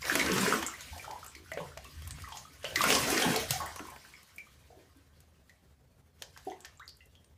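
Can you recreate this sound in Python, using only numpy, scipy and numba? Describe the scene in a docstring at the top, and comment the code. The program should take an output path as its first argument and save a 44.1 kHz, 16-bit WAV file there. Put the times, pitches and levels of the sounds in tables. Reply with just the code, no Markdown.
"""Cat rinsed in a shallow bathtub

Two cupfuls pour off into the bath water with spray, bubbling and low gurgles: clouds of ringing bubbles over a
thin wash of noise. Single drips, smacks with droplets, paw splashes, dull knocks and a run of slips stand out.
Near bubbles, smack crackle and slips also reach the microphone directly; the hard tub and tiles answer with
echoes and a brief dense tail. Steady air and a lumpy low rumble, both coloured noise, lie under it all."""
import sys
import numpy as np
from scipy import signal
from scipy.io import wavfile
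from scipy.ndimage import uniform_filter1d
from numba import njit

SR = 44100
rng = np.random.default_rng(int(sys.argv[2]) if len(sys.argv) > 2 else 0)


def materialize(psi):
    """Save the field psi as 16-bit PCM at rate SR to the path in sys.argv[1].

    A 1-D psi becomes a single channel; in a 2-D psi each row is a channel.
    """
    bounded = np.clip(np.atleast_2d(psi).T, -1, 1)
    quanta = np.round(bounded * 32767).astype(np.int16)
    wavfile.write(sys.argv[1], SR, quanta)


N = 325017  # length in samples

# Source levels below are set ahead of the mix in scene(); colours are relative levels.
# low rumble of the place: [t/s, level/dB]
RUMBLE_LEVEL = [(0.0, -58), (.3, -51), (.7, -61), (1.03, -58), (1.3, -63.5), (1.66, -57), (2.2, -47),
                (2.5, -62), (2.9, -47), (3.18, -54), (3.6, -53), (4.2, -70.5), (4.499, -65.5),
                (4.998, -63.5), (5.9, -65), (6.4, -61), (7.37, -63.5)]
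# spectrum of the rumble: [f/Hz, level/dB per Hz]
RUMBLE_COLOUR = [(15, -46.5), (25, -18), (46, -15.5), (65, 1), (81, 5), (102, -11.5), (135, -4), (194, -21),
                 (248, -18), (260, -15.5), (340, -40.5), (570, -120)]
# spectrum of the steady air in the room: [f/Hz, level/dB per Hz]
AIR_COLOUR = [(71, -17.5), (120, 0.5), (308, -10), (454, -8), (1030, -17), (1620, -19), (3110, -25),
              (12800, -30), (15000, -28), (16000, -58.5)]
AIR_DB = -69.5
# water pouring off, one table a cupful: [t/s, spray level/dB, bubbling level/dB, gurgle level/dB, gurgle f/Hz]
POURS = [
    [(0.0, -63, -59, -71, 450), (.06, -44.5, -39.5, -51, 484), (.12, -39.5, -39, -38.5, 292),
     (.2, -37, -37.5, -39, 302), (.27, -44.5, -35, -33.5, 353), (.33, -43.5, -37, -32, 216),
     (.47, -37.5, -34, -31.5, 376), (.53, -43, -37, -37, 392), (.68, -57, -50.5, -58.5, 302),
     (.85, -72, -59, -80, 300)],
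    [(2.7, -66, -70, -67, 400), (2.77, -40.5, -36, -49.5, 333), (2.81, -38, -44.5, -39, 393),
     (2.85, -37, -28.5, -33.5, 490), (2.91, -32.5, -41, -32, 371), (3.02, -39, -35.5, -33.5, 414),
     (3.19, -37.5, -36, -35, 438), (3.25, -38.5, -36.5, -26.5, 343), (3.37, -43.5, -39, -39.5, 427),
     (3.48, -56, -52.5, -68.5, 423)],
]
BUBBLING_HZ, GURGLE_HZ = 1520, 344.7
LUMPS_DB = 1.8  # rms unevenness of the spray's gushes
# spectrum of the thin wash in the spray: [f/Hz, level/dB per Hz]
SPRAY_COLOUR = [(880, -29.5), (1500, -7), (1780, -5.5), (2540, -14.5), (2830, -7), (13700, -12.5),
                (15500, -15.5), (16000, -44)]
# bath lapping and dripping as it settles: [t/s, spray level/dB]
SETTLING = [(0.0, -57), (.7, -57.5), (1.44, -65.5), (1.9, -64), (2.2, -62), (2.55, -64), (3.65, -57),
            (4.0, -63.5), (4.45, -72), (4.8, -74), (5.75, -84.5), (6.14, -89.5), (6.4, -66.5), (6.8, -79.5),
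            (7.37, -85)]
SETTLING_BUBBLING_DB, SETTLING_GURGLE_DB = -0.5, -3.5  # relative to the settling spray
# single ringing bubbles, tiny drips to large air pockets: [t/s, peak level/dB, f/Hz, decay/cycles]
BUBBLES = [(.018, -35, 4950, 16), (.028, -29, 2140, 10), (.041, -40, 492, 9.4), (.098, -7.5, 1580, 3.9),
           (.116, -26.5, 326, 6.4), (.153, -8.5, 320, 1.37), (.174, -30.5, 302, 6.6),
           (.198, -14, 2070, 7.1), (.208, -21, 3900, 8), (.246, -24, 305, 4.5), (.316, -20.5, 185, 5),
           (.379, -16, 247, 2.6), (.464, -9, 1540, 2.9), (.473, -22.5, 416, 10.8), (.525, -3.5, 1260, 2.73),
           (.559, -27.5, 310, 4.5), (.625, -23, 3070, 5.2), (.665, -12.5, 7300, 5.1),
           (.684, -25.5, 1250, 4.3), (.738, -36, 1970, 14), (.808, -29.5, 6650, 7.5), (.82, -36, 3530, 6.2),
           (.884, -31.5, 2300, 3.5), (.93, -35, 830, 4.8), (.964, -28.5, 690, 2.7), (.996, -37, 2334, 23),
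           (1.044, -32, 1300, 5.9), (1.079, -28, 813, 5.4), (1.105, -25.5, 844, 6.5),
           (1.129, -35, 945, 7.2), (1.159, -40.5, 935, 16), (1.229, -35.5, 1260, 8.6),
           (1.262, -31.5, 1320, 3), (1.264, -34, 7240, 9.7), (1.282, -33, 7800, 9), (1.35, -33, 2120, 4.8),
           (1.352, -39, 4360, 9.1), (1.461, -50, 1400, 12), (1.49, -50, 1410, 13), (1.516, -34, 607, 7.2),
           (1.517, -29, 1920, 6.9), (1.573, -11, 520, 1.43), (1.54, -38, 140, 3.6), (1.6, -32.5, 149, 3.1),
           (1.655, -39, 139, 4), (1.603, -21, 930, 2), (1.614, -30, 432, 2.6), (1.717, -46, 1350, 11),
           (1.771, -26.5, 630, 2.1), (1.85, -45, 1104, 15), (1.855, -46.5, 2630, 16),
           (2.021, -41, 3200, 6.8), (2.239, -35.5, 1214, 9), (2.275, -36, 1114, 8.2),
           (2.289, -42, 990, 8.1), (2.321, -25, 883, 2.55), (2.325, -35, 3200, 9.7), (2.245, -41, 1900, 16),
           (2.222, -39, 4850, 7), (2.346, -36, 805, 6.9), (2.372, -27, 6800, 7.3), (2.108, -25, 8250, 6.8),
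           (2.452, -43.5, 1220, 16), (2.642, -23, 578, 2.7), (2.652, -21, 2850, 6.8),
           (2.759, -17, 1950, 14), (2.772, -27, 320, 3.6), (2.779, -34, 1790, 9), (2.807, -14.5, 1127, 8.7),
           (2.836, -24, 530, 4.8), (2.839, -21, 1340, 15), (2.905, -2, 2860, 2.7), (2.919, -39, 204, 10),
           (2.964, -23, 1010, 9.2), (3.12, -30, 334.3, 28), (3.172, -20.5, 1770, 7), (3.179, -27, 465, 4.8),
           (3.22, -35, 890, 14), (3.225, -19, 3180, 12), (3.249, -19, 817, 5.9), (3.254, -26, 152, 3),
           (3.289, -33, 764, 14), (3.349, -30, 432, 19), (3.361, -16.5, 4270, 6.3), (3.429, -32, 604, 5.9),
           (3.502, -23, 128, 3.7), (3.534, -29.5, 734, 10.4), (3.602, -28.5, 1055, 10),
           (3.629, -31, 993, 6.6), (3.761, -34.5, 1060, 10.4), (3.793, -29, 1295, 5.2),
           (3.804, -17.5, 292, 1.1), (3.852, -35.5, 1010, 5.9), (3.885, -36.5, 987, 10.5),
           (4.049, -42, 1500, 7), (4.138, -38.5, 2170, 7.9), (4.171, -54, 2070, 10), (4.166, -50, 5200, 22),
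           (4.295, -54, 2150, 12), (4.382, -35, 2307, 28), (4.469, -49, 1170, 7.3), (4.7, -53, 460, 17),
           (4.704, -40, 665, 3.2), (4.959, -53, 283, 8.6), (5.495, -47.5, 1870, 11.2),
           (6.217, -29.5, 477, 1.3), (6.221, -40.5, 3060, 11), (6.363, -40, 1560, 6.4),
           (6.363, -48.5, 1050, 8), (6.468, -23.5, 359, 2.9), (6.472, -31.5, 730, 15),
           (6.5, -38, 3170, 4.2), (6.5, -43.5, 6200, 11), (6.517, -30, 806, 3.9), (6.519, -43, 1950, 8.2),
           (6.606, -36, 7500, 5.9), (6.648, -40, 1720, 10), (6.774, -49, 7340, 18), (6.796, -48, 3800, 17),
           (6.857, -50, 6900, 12), (6.879, -29.5, 4570, 6.5), (7.006, -52.5, 1975, 22),
           (7.007, -50.5, 2720, 19), (7.153, -50.5, 3200, 17), (7.246, -51.5, 8650, 14)]
BUBBLE_RISE = 0.062  # largest climb of pitch as a share
SMALL_BUBBLE_HZ = 1500  # bubbles above this pitch climb less
# drops smacking the surface: [t/s, middle level/dB, treble level/dB, body level/dB]
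SMACKS = [(.0199, -35, -62, -64), (0.0517, -29, -57, -25.5), (.094, -43, -58, -24), (.154, -19, -22, -13),
          (0.195, -21.5, -60, -33), (0.262, -25, -52, -21), (0.3177, -23, -62, -48),
          (0.3802, -21, -53, -18), (0.6269, -28.5, -37, -21), (0.666, -51, -33, -56),
          (0.8078, -41, -42, -45), (0.9791, -39, -45, -57), (1.0486, -47, -51, -50),
          (1.1104, -38.5, -48, -37), (1.2446, -55, -44, -40.5), (1.2638, -56, -41, -45),
          (1.3513, -42.5, -53, -62), (1.517, -63, -43, -28.5), (1.535, -38.5, -50, -57),
          (1.5733, -61, -70, -26), (1.7741, -35.5, -47, -33), (1.8436, -41.5, -48, -64),
          (2.0206, -47, -50, -41), (2.0746, -44, -37.5, -41), (2.108, -37.5, -44, -39),
          (2.1844, -59, -67, -39), (2.2196, -42, -45, -54), (2.2863, -48, -48, -38.5),
          (2.3218, -39, -66, -40), (2.371, -36, -58, -59), (2.631, -42, -64, -45), (2.644, -32, -58, -23),
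          (2.758, -19, -31, -46), (2.8157, -18, -29, -32), (2.8386, -35, -24, -14),
          (2.903, -17.5, -46, -15.5), (2.9248, -16, -44, -13), (2.9506, -17, -38, -39),
          (3.1025, -26, -24.5, -38), (3.177, -19.5, -42, -23), (3.2003, -23.5, -46, -35),
          (3.221, -21.5, -47, -20), (3.3614, -22.5, -27, -39), (3.5069, -19, -20.5, -22.5),
          (3.602, -57, -39, -51), (3.6594, -71, -37, -39), (3.76, -37.5, -40.5, -35),
          (3.7925, -50, -50, -27.5), (3.8694, -59, -48, -44), (3.901, -54, -43.5, -41),
          (3.9614, -57, -55, -37), (4.23, -67, -51, -67), (4.361, -66, -48, -72), (4.382, -46.5, -48, -61),
          (4.97, -78, -60, -68), (5.2035, -55, -52.5, -60), (5.495, -51, -60, -68.5),
          (6.2213, -30.5, -39.5, -36.5), (6.3739, -41, -50, -39.5), (6.449, -70, -54, -67),
          (6.6048, -52, -51.5, -64), (6.6477, -36, -58, -45), (6.653, -43, -46.5, -42),
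          (6.796, -52, -60, -50), (6.8771, -51, -50, -76), (6.891, -48, -51, -76), (6.969, -79, -55.5, -75),
          (7.057, -78, -58, -78), (7.152, -56, -69, -63), (7.244, -59, -67, -63)]
CRACKLE_S, CRACKLE_RISE_S = 0.0039, 0.00038  # decay constant and linear onset
SPATTER_S, SPATTER_DB = 0.022, -9  # delay constant of falling droplets; their highest level against the smack
# dull knocks on the tub: [t/s, peak level/dB]
KNOCKS = [(0.904, -35.5), (1.96, -30.5), (2.003, -37), (2.05, -31), (2.104, -31.5), (2.139, -58)]
KNOCK_HZ, KNOCK_CYCLES = 74, 2.94
# paws and hands stirring the water: [t/s, spray level/dB, bubbling level/dB, gurgle level/dB, bubbling f/Hz]
SPLASHES = [(0.982, -56.5, -78, -53, 1130), (1.092, -72, -51.5, -51, 960), (1.578, -61, -49, -80, 2320),
            (1.61, -76, -50.5, -57, 935), (2.129, -60.5, -55.5, -61, 1670), (2.36, -54.5, -58.5, -66, 820),
            (2.654, -55, -46.5, -88.5, 2920), (2.679, -54.5, -56, -41.5, 1170),
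            (3.512, -37.5, -54.5, -56, 585), (3.611, -69, -38.5, -46.5, 1083), (3.921, -64, -56, -82, 920),
            (4.75, -84, -71, -56, 865), (6.22, -63.5, -84.5, -64, 1150), (6.441, -71, -80, -63.5, 790),
            (6.649, -71, -62, -62, 1910), (6.98, -73.5, -85.5, -87, 2020)]
SPLASH_RISE_DB_PER_S, SPLASH_FALL_DB_PER_S = 398, 159.5
SPLASH_GURGLE_SHARE = .55  # gurgle pitch over bubbling pitch
# wet skin slipping on the rim, one row: [start t/s, end t/s, rate/slips per s, level/dB, f/Hz]
SLIPS = (1.363, 1.455, 54, -35, 340)
# drips whose pitch almost doubles: [t/s, peak level/dB, f/Hz, life/cycles]
CLIMBERS = [(6.797, -46.5, 1047, 34)]
CLIMBER_RISE = .99  # climb of pitch as a share
# early echoes off enamel and tiles: [delay t/s, level/dB]
TUB_ECHOES = [(.0045, -12), (.0085, -20.5), (.0155, -7.5), (.022, -20.5), (.031, -21.5)]
# time for the tub's tail to fall 60 dB: [f/Hz, decay t/s]
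TUB_DECAY = [(100, 0.16), (400, 0.37), (1500, 0.2), (5000, 0.29), (14000, 0.049)]
EDGE_HZ = 15500  # upper limit of the microphone chain


def gain_of(db):
    """Decibels to gain."""
    return 10 ** (np.asarray(db) / 20)


def evened(x):
    """Scales to rms 1."""
    return x / np.sqrt(np.mean(x ** 2) + 1e-20)


def read(points, hz):
    """Reads a table on a log-frequency axis."""
    f, value = np.transpose(points)
    return np.interp(np.log(hz + 1), np.log(f + 1), value)


def hiss(colour, size, patchy_db, flicker_db):
    """Coloured noise with drifting patches and a flicker shared by all bands."""
    frames = 4 * N // size + 5
    hz = np.fft.rfftfreq(size, 1 / SR)
    real, imag, patches = rng.standard_normal((frames, len(hz), 3)).T
    patches = uniform_filter1d(patches, size=6, axis=0)  # across frequency
    patches = evened(uniform_filter1d(patches, size=10, axis=1))  # across time
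    flicker = evened(uniform_filter1d(rng.standard_normal(frames), size=4))
    level_db = read(colour, hz)[:, None] + patchy_db * patches
    spectrum = (real + 1j * imag) * gain_of(level_db + flicker_db * flicker)
    noise = signal.istft(spectrum, nperseg=size, noverlap=3 * size // 4)[1]
    return evened(noise[:N])


@njit
def ring(s, peak, hz, cycles, rise, samples, sr):
    """Each bubble is a dying sine whose pitch can climb as it nears the surface."""
    out = np.zeros(samples)
    for k in range(len(s)):
        start, phase = int(s[k] * sr), 0.
        life = cycles[k] * sr / hz[k]  # samples for an ordinary bubble to fall by e squared
        for i in range(min(int(3 * life) + 2, samples - start)):
            u = i / life
            phase += 2 * np.pi * hz[k] * (1 + rise[k] * min(u, 1.)) / sr
            # a fast climber holds its tone longer, then bursts at the surface
            fade = np.exp(-2 * u) if rise[k] < .6 else np.exp(-u - 10 * max(u - 1, 0.))
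            onset = min(1., i * hz[k] / (2 * sr))  # two cycles
            out[start + i] += peak[k] * np.sin(phase) * fade * onset
    return out


def ring_near(s, db, hz, cycles, rise):
    """Rings single bubbles close by; small, high ones climb less."""
    s, db, hz, cycles = np.broadcast_arrays(s, db, hz, cycles)
    rise = rise * np.minimum(1, SMALL_BUBBLE_HZ / hz)
    return ring(s.copy(), gain_of(db), hz.astype(float), np.clip(cycles, 1, 80), rise, N, SR)


def shower(s, level_db, hz, count, octaves, cycles, uneven_db, thinning, rise):
    """A cloud of random bubbles; calm water makes fewer of them, a few are large."""
    at, keep, size, tune, length = rng.random((count, 5)).T
    at = at * N / SR
    db = np.interp(at, s, level_db)
    share = np.clip(gain_of(thinning * (db - np.max(level_db))), .2, 1)  # chance that a bubble forms
    pitch = np.interp(at, s, hz) * 2 ** (octaves * (2 * tune - 1))
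    pitch = np.clip(pitch, 60, .4 * SR)
    turns = cycles * (.5 + length)
    size = gain_of(-uneven_db * np.log(1.03 - size))
    # estimated power of the cloud at unit level
    energy = np.mean(size ** 2) * share * count / N * turns * SR / pitch / 8
    peak = (keep < share) * size * gain_of(db) / np.sqrt(energy)
    return ring(at, peak, pitch, turns, rise * length, N, SR)


def room_tone():
    """Steady air and a lumpy low rumble, both coloured noise at the place itself."""
    rumble_db = np.interp(np.arange(N) / SR, *np.transpose(RUMBLE_LEVEL))
    rumble = gain_of(rumble_db) * hiss(RUMBLE_COLOUR, size=4096, patchy_db=0.5, flicker_db=2.5)
    air = gain_of(AIR_DB) * hiss(AIR_COLOUR, size=1024, patchy_db=2, flicker_db=2)
    return rumble + air


def settling_flow(t):
    """The lapping bath as power of spray, bubbling and gurgle, with the two pitches."""
    offsets_db = np.array([[0], [SETTLING_BUBBLING_DB], [SETTLING_GURGLE_DB]])
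    calm_db = np.interp(t, *np.transpose(SETTLING)) + offsets_db
    return gain_of(2 * calm_db), np.array([[BUBBLING_HZ], [GURGLE_HZ]])


def pour_flow(t, pour):
    """One cupful as power of the three clouds while it runs off, with the two pitches."""
    s, *levels_db, gurgle_hz = np.transpose(pour)
    running = (t >= s[0]) * (t <= s[-1])
    power = running * gain_of([2 * np.interp(t, s, db) for db in levels_db])
    return power, np.array([BUBBLING_HZ + 0 * t, np.interp(t, s, gurgle_hz)])


def water():
    """Levels and pitches of the clouds: flows add in power, and power weights their log pitch."""
    t = np.arange(0, N / SR + .01, .002)  # every 2 ms
    flows = [settling_flow(t)]
    flows += [pour_flow(t, pour) for pour in POURS]
    flows += [splash_flow(t, splash) for splash in SPLASHES]
    power = sum(flow for flow, hz in flows)
    tune = sum(flow[1:] * np.log(hz) for flow, hz in flows)
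    return t, 10 * np.log10(power), np.exp(tune / power[1:])


def moving_water():
    """Spray, bubbling, gurgle and a low slosh are clouds of bubbles; the spray adds a thin wash."""
    s, (spray_db, bubbling_db, gurgle_db), (bubbling_hz, gurgle_hz) = water()
    gushes = evened(uniform_filter1d(rng.standard_normal(len(s)), size=25))
    spray_db = spray_db + LUMPS_DB * gushes
    spray = shower(s, spray_db, 0 * s + 5000, count=30000, octaves=1.5, cycles=3,
                   uneven_db=4, thinning=.5, rise=.05)
    bubbling = shower(s, bubbling_db, bubbling_hz, count=9000, octaves=.8, cycles=4.1,
                      uneven_db=4.0, thinning=.6, rise=0.17)
    gurgle = shower(s, gurgle_db, gurgle_hz, count=2000, octaves=0.87, cycles=2.27,
                    uneven_db=4.0, thinning=.3, rise=0.21)
    slosh = shower(s, gurgle_db, 0 * s + 150, count=500, octaves=0.41, cycles=2.5,
                   uneven_db=4.5, thinning=0.14, rise=.15)
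    wash_gain = gain_of(np.interp(np.arange(N) / SR, s, spray_db))
    wash = wash_gain * hiss(SPRAY_COLOUR, size=256, patchy_db=3, flicker_db=2.5)
    return gain_of(-5.5) * spray + bubbling + gurgle + gain_of(-7.5) * slosh + gain_of(-2) * wash


def bubbles():
    """Single bubbles of trapped air ring near the microphone."""
    return ring_near(*np.transpose(BUBBLES), BUBBLE_RISE)


def band(x, low_hz, high_hz):
    """Band-pass."""
    sos = signal.butter(N=3, Wn=[low_hz, high_hz], btype="bandpass", fs=SR, output="sos")
    return signal.sosfilt(sos, x)


def smacks():
    """Each smack is a tick and a few milliseconds of crackle, split in middle, treble and body."""
    ticks, crackles = np.zeros((3, N)), np.zeros((3, N))
    t = np.arange(900) / SR
    shape = np.exp(-t / CRACKLE_S) * np.minimum(t / CRACKLE_RISE_S, 1)
    for s, *db in SMACKS:
        at = round(s * SR)
        ticks[:, at] += gain_of(db)
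        crackles[:, at:at + 900] += gain_of(db)[:, None] * rng.standard_normal(900) * shape
    return [band(middle, 2500, 7000) + band(treble, 7000, 14000) + band(body, 400, 2500)
            for middle, treble, body in (ticks, crackles)]


def spatter():
    """Each smack throws up a few droplets that land soon after as short pitched ticks in three bands."""
    s, *db = np.transpose(SMACKS)
    late, tune, size = rng.random((len(s), 12, 3)).T
    bands = np.arange(12) % 3  # middle, treble, body
    wait = -SPATTER_S * np.log(1 - 0.67 * late)
    low_hz, high_hz = np.array([[2500, 7000, 600], [7000, 13000, 2500]])[:, bands, None]
    # later droplets are fainter, by 340 dB per s
    peak = gain_of(np.array(db)[bands] + SPATTER_DB - 7.9 * size - 340 * wait)
    hz = (low_hz * (high_hz / low_hz) ** tune).ravel()
    return ring((s + wait).ravel(), peak.ravel(), hz, 3.9 + 0 * hz, 0.056 + 0 * hz, N, SR)


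def knocks():
    """Dull knocks on the tub, each a low sine that dies within a few cycles."""
    return ring_near(*np.transpose(KNOCKS), KNOCK_HZ, KNOCK_CYCLES, BUBBLE_RISE)


def splash_flow(t, splash):
    """One paw or hand splash: power that swells and dies evenly in dB, with the two pitches."""
    s, *levels_db, hz = splash
    shape_db = np.where(t < s, SPLASH_RISE_DB_PER_S * (t - s), SPLASH_FALL_DB_PER_S * (s - t))
    power = gain_of(2 * (np.array(levels_db)[:, None] + shape_db))
    return power, np.array([[hz], [SPLASH_GURGLE_SHARE * hz]])


def skin_slips():
    """Wet skin slips on the rim in a short run of unevenly timed, dull pulses."""
    start, end, per_s, db, hz = SLIPS
    s = np.arange(start, end, 1 / per_s)
    s = s + 0.00085 * rng.random(len(s))
    return ring(s, gain_of(db) + 0 * s, hz + 0 * s, 1.5 + 0 * s, 0 * s, N, SR)


def climbing_drips():
    """A drip's bubble climbs almost an octave, then bursts at the surface."""
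    return ring_near(*np.transpose(CLIMBERS), CLIMBER_RISE)


def tub(x):
    """Direct sound, echoes off enamel and tiles, and three dense random tails cross-faded at a steady 3 Hz."""
    out = x.copy()
    for k, (delay, db) in enumerate(TUB_ECHOES):
        lag = round(delay * SR)
        out[lag:] += (-1) ** k * gain_of(db) * x[:N - lag]
    for k in range(3):
        taps = np.zeros(SR // 2)
        at = np.arange(150, SR // 2 - 20, 12)
        taps[at + rng.integers(0, 12, len(at))] = rng.choice([-1., 1.], len(at))
        hz, t, spectrum = signal.stft(taps, SR, nperseg=256)
        t60 = np.maximum(read(TUB_DECAY, hz), .05)[:, None]
        tail = signal.istft(spectrum * gain_of(-60 * t / t60), SR, nperseg=256)[1]
        # weights of constant summed power, so that no single tail's resonances stand out
        weight = np.sqrt(2 / 3) * np.cos(2 * np.pi * (3 * np.arange(N) / SR + k / 3))
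        out += gain_of(1.0) * signal.oaconvolve(x * weight, tail / np.linalg.norm(tail))[:N]
    return out


def scene():
    """Water in the ringing tub over the room tone; ticks mostly feed the tub, crackle is heard directly."""
    ticks, crackles = smacks()
    ticks = gain_of(10) * ticks
    slips = skin_slips()
    near = bubbles() + knocks() + climbing_drips()
    wet = tub(moving_water() + ticks + .72 * near + spatter() + 0.19 * slips)
    wet = wet - .6 * ticks  # weakens the direct path of the ticks
    direct = gain_of(2.5) * crackles + slips + 0.42 * near
    return (wet + direct + room_tone())[None]


def record(dry):
    """The microphone chain's upper band limit, a linear-phase low-pass."""
    lowpass = signal.firwin(301, EDGE_HZ, window=("kaiser", 9), fs=SR)
    return signal.oaconvolve(dry, lowpass[None], "same")


dry = scene()
out = record(dry)
materialize(out)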